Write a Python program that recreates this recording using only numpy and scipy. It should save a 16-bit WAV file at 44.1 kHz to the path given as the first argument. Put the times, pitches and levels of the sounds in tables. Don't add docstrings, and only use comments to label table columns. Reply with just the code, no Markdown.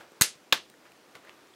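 import sys
import numpy as np
from scipy import signal
from scipy.fft import rfft, irfft
from scipy.io import wavfile
from scipy.ndimage import uniform_filter1d

SR = 44100
rng = np.random.default_rng(int(sys.argv[2]) if len(sys.argv) > 2 else 0)


def to_wav(s):
    ch = np.atleast_2d(s).T
    pcm = np.round(np.clip(ch, -1, 1) * 32767)
    wavfile.write(sys.argv[1], SR, pcm.astype(np.int16))


def elevation(decibels):
    levels = np.asarray(decibels, float)
    return 10 ** (levels / 20)


N = 68355


def evened(x):
    return x / np.sqrt(np.mean(x ** 2) + 1e-20)


def peaked(x):
    return x / (abs(x).max() + 1e-20)


def read(points, hz):
    f, value = np.transpose(points)
    return np.interp(np.log(hz + 1), np.log(f + 1), value)


def add(mix, start, sound):
    part = mix[round(start * SR):][:len(sound)]
    part += sound[:len(part)]


def ring(x, hz, width):
    pole = np.exp((2j * np.pi * min(hz, .45 * SR) - np.pi * width) / SR)
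    return 2 * signal.lfilter([1 - abs(pole)], [1, -pole], x + 0j).real


def coloured(x, points):
    gain = elevation(read(points, np.fft.rfftfreq(len(x), 1 / SR)))
    return irfft(rfft(x) * gain, len(x))


def slips(count, per_s, spread_db):
    u = rng.random((count, 3))
    sign = np.sign(u[:, 0] - .5)
    happens = u[:, 1] < per_s / SR
    size = elevation(-spread_db * np.log(u[:, 2] + 0.019))
    return sign * happens * size


# frequency in Hz, level in dB per Hz.
HUSH_COLOUR = [(30, -60.5), (100, -14.5), (200, -11), (320, -5), (800, -12), (2000, -16.5), (6000, -22),
               (16000, -33)]
HUSH_DB, PATCHY_DB = -60, 1.


def hush():
    frames, hz = N // 256 + 5, np.fft.rfftfreq(1024, 1 / SR)
    a, b, patches = rng.standard_normal((frames, 513, 3)).T
    patches = uniform_filter1d(patches, size=14, axis=0)
    patches = evened(uniform_filter1d(patches, size=8, axis=1))
    z = (a + 1j * b) * elevation(read(HUSH_COLOUR, hz)[:, None] + PATCHY_DB * patches)
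    noise = signal.istft(z, nperseg=1024, noverlap=768)[1][:N]
    return elevation(HUSH_DB) * evened(noise)


# frequency in Hz, time to fall 60 dB in seconds.
ROOM_FALL = [(150, 0.35), (530, 0.12), (1400, 0.16), (3700, 0.23), (9700, 0.18), (16000, 0.04)]
ROOM_START_S = 0.0022
LATE_DB, LATE_STRETCH = -16.5, 1.3


def room(x):
    hz, t, z = signal.stft(rng.standard_normal(SR // 2), SR, nperseg=128)
    fall_db = -60 * t / read(ROOM_FALL, hz)[:, None]
    level = np.hypot(elevation(fall_db), elevation(LATE_DB + fall_db / LATE_STRETCH))
    tail = signal.istft(z * level, SR, nperseg=128)[1]
    tail = tail * np.clip(np.arange(len(tail)) / SR / ROOM_START_S - 1, 0, 1)
    return signal.fftconvolve(x, tail / np.linalg.norm(tail))[:N]


# time in seconds, level in dB.
SEAM_SENT = [
    (0.212, -3),
    (0.22, -1.5),
]
LID_SENT = [
    (0.525, -4.5),
]
# frequency in Hz, level in dB.
SEAM_SENT_COLOUR = [(100, -24), (500, -9.5), (1000, -9.5), (1700, -3), (3300, -4.5), (6000, -3), (9000, -5),
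                    (16000, -5)]
LID_SENT_COLOUR = [(100, -30), (600, -10.5), (1200, -7.5), (2000, -10.5), (3500, -10), (6000, -18.5),
                   (9000, -27.5), (16000, -18.5)]


def reverberation(rows, colour):
    out = np.zeros(N)
    for start, db in rows:
        impulse = 1. * (np.arange(N) == round(start * SR))
        click = coloured(impulse, colour)
        out += elevation(db) * 2 * room(click / np.linalg.norm(click))
    return out


# time in seconds, level in dB.
RUB_LEVEL = [(0, -48), (0.033, -55.5), (.07, -61.5), (.18, -61), (.45, -69), (.72, -76), (.84, -62.5),
             (.865, -57.5), (.9, -64), (1.1, -63), (1.145, -60.5), (1.155, -46), (1.201, -63), (1.24, -59),
             (1.3, -56), (1.35, -61), (1.46, -61.5), (1.55, -66)]
# frequency in Hz, level in dB per Hz.
RUB_COLOUR = [(100, -10.5), (350, 6.5), (700, 4), (1300, 4), (2000, -0.5), (3500, -6), (7000, -16),
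              (16000, -26)]


def rub():
    s, db = np.transpose(RUB_LEVEL)
    level = elevation(np.interp(np.arange(N) / SR, s, db))
    grains = slips(N, per_s=6000, spread_db=2.2)
    return level * evened(coloured(grains, RUB_COLOUR))


# start in seconds, length in seconds, level in dB, pitch in Hz, width in Hz.
SQUEAKS = [
    (1.258, .036, -62, 1950, 350),
    (.85, .04, -65, 1700, 900),
]


def squeak(start, length, level_db, hz, width):
    count = round(length * SR)
    noise = ring(ring(rng.standard_normal(4000), hz, width), hz, width)[:count]
    swell = np.sin(np.pi * np.arange(count) / count)
    return start, elevation(level_db) * evened(noise) * swell


# start in seconds, peak in dB, pitch in Hz, width in Hz, bright click in dB.
TICKS = [(0.01, -40, 940, 494, -62), (0.119, -46, 340, 300, -45), (0.6998, -54, 3900, 600, -41),
         (0.7398, -47, 1693, 387, -58), (0.8547, -48, 1660, 400, -68), (0.8637, -45.5, 1620, 406, -64.5),
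         (0.9194, -49.5, 2620, 600, -48.5), (1.111, -58, 2440, 800, -58), (1.1533, -34.5, 2200, 1870, -47),
         (1.151, -47.5, 4000, 700, -52.5), (1.154, -47.5, 390, 300, -60), (1.25, -47, 1620, 500, -53.5),
         (1.272, -44, 1960, 300, -68), (1.284, -44.5, 1930, 300, -66), (1.2945, -35, 1770, 1210, -61),
         (1.3318, -48, 1020, 398, -70), (1.472, -57, 6370, 900, -64), (1.537, -51, 3420, 300, -66)]
TICK_S = .001


def tick(start, peak_db, hz, width, click_db):
    t = np.arange(600) / SR
    drive = rng.standard_normal(len(t)) * np.exp(-t / TICK_S)
    edge = ring(drive, hz=6500, width=7000)
    patch = ring(ring(drive, hz, width), hz, 2 * width)
    return start, elevation(peak_db) * peaked(patch) + elevation(click_db) * peaked(edge)


# peak in dB, pitch in Hz, time to fall 60 dB in seconds.
THUMPS = [(-15, 137, 0.025), (-24, 293, 0.029), (-73, 120, 0.021), (-22, 305, 0.025), (-53.5, 144, 0.047),
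          (-19, 1200, .03), (-25, 900, .03), (-25, 2000, .035), (-34.5, 420, 0.074)]
THUMP_STARTS = [
    .2105,
    .2125,
    .5245,
    .526,
    .355,
    .2105,
    .211,
    .2108,
    .5255,
]


def thump(start, peak_db, hz, t60):
    t = np.arange(4000) / SR
    onset = np.clip(t / 0.0014, 0, 1)
    return start, elevation(peak_db - 60 * t / t60) * np.sin(2 * np.pi * hz * t) * onset


# start in seconds, peak in dB, first pitch in Hz,
# last pitch in Hz, length in seconds.
FLICKS = [
    (0.5241, -6.5, 1900, 4400, .0021),
    (0.5323, -11.5, 3300, 4000, .0012),
]


def flick(start, peak_db, from_hz, to_hz, length):
    u = np.arange(0, length, 1 / SR) / length
    turns = np.cumsum(from_hz + (to_hz - from_hz) * u) / SR
    swell = np.sqrt(np.sin(np.pi * u ** 1.5))
    return start, -elevation(peak_db) * np.sin(2 * np.pi * turns) * swell


# frequency in Hz, width in Hz, level in dB.
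SEAM_TEAR = [(280, 160, -8.5), (900, 380, -1), (1490, 570, 0.5), (2760, 1500, -6.5), (4000, 700, -4.5),
             (6770, 700, -2.5), (8200, 370, -0.5), (11310, 710, -3.5), (13880, 1000, -12), (13890, 730, -6)]
SEAM_CRACK = [(1700, 500, -9), (4060, 210, 6), (6370, 200, 2.5), (7340, 860, 0.5), (9300, 1700, -6.5),
              (11200, 600, -34), (13400, 670, -3.5), (14390, 500, -22)]
LID_POP = [(568, 440, -14), (1120, 170, 0.5), (1735, 285, 0), (2540, 204, -1), (3490, 82, 0),
           (3870, 420, -11), (5580, 840, -8.5), (7880, 100, -7), (12100, 2000, -31), (15550, 900, -19)]
# start in seconds, peak in dB, rise in seconds,
# time to fall 60 dB in seconds, share of raw crackle in dB.
TEARS = [
    (0.2099, -5, .0023, .018, -9),
]
CRACKS = [
    (0.2195, -1.5, .0003, .016, -14),
]
POPS = [
    (0.5243, -11, .0010, .03, -20),
    (0.5263, -6, .0004, .005, -32),
    (0.5282, -15, .0004, .014, -26),
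    (0.576, -33, .0006, .008, -24),
]
SUDDEN_S = .002
LEAD_SLIP = 3.5


def release(body, start, peak_db, rise, fall, crack_db):
    t = np.arange(2000) / SR
    lead = (np.arange(len(t)) == round(rise * SR)) & (rise < SUDDEN_S)
    drive = np.where(lead, LEAD_SLIP, slips(len(t), per_s=16000, spread_db=2))
    drive = drive * np.clip(t / rise, 0, 1) * elevation(-60 * np.maximum(t - rise, 0) / fall)
    shell = np.zeros(len(t))
    for k, (hz, width, db) in enumerate(body):
        shell += (-1) ** k * elevation(db) * ring(drive, hz, width)
    return start, elevation(peak_db) * peaked(evened(shell) + elevation(crack_db) * evened(drive))


def scene():
    hands, snaps = rub(), np.zeros(N)
    for row in SQUEAKS:
        add(hands, *squeak(*row))
    for row in TICKS:
        add(hands, *tick(*row))
    for start, row in zip(THUMP_STARTS, THUMPS):
        add(snaps, *thump(start, *row))
    for row in FLICKS:
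        add(snaps, *flick(*row))
    for body, rows in ((SEAM_TEAR, TEARS), (SEAM_CRACK, CRACKS), (LID_POP, POPS)):
        for row in rows:
            add(snaps, *release(body, *row))
    wet = elevation(-12) * room(hands)
    wet += reverberation(SEAM_SENT, SEAM_SENT_COLOUR)
    wet += reverberation(LID_SENT, LID_SENT_COLOUR)
    return (hands + snaps + wet + hush())[None]


def roll_off(x):
    return signal.sosfilt(signal.butter(12, 16830, fs=SR, output="sos"), x)


def record(dry):
    bass_cut = signal.butter(2, 70, "high", fs=SR, output="sos")
    treble_cut = signal.firwin(255, 15950, window=("kaiser", 8), fs=SR)
    x = signal.sosfilt(bass_cut, dry)
    x = signal.oaconvolve(x, treble_cut[None], "same")
    return roll_off(x)


dry = scene()
out = record(dry)
to_wav(out)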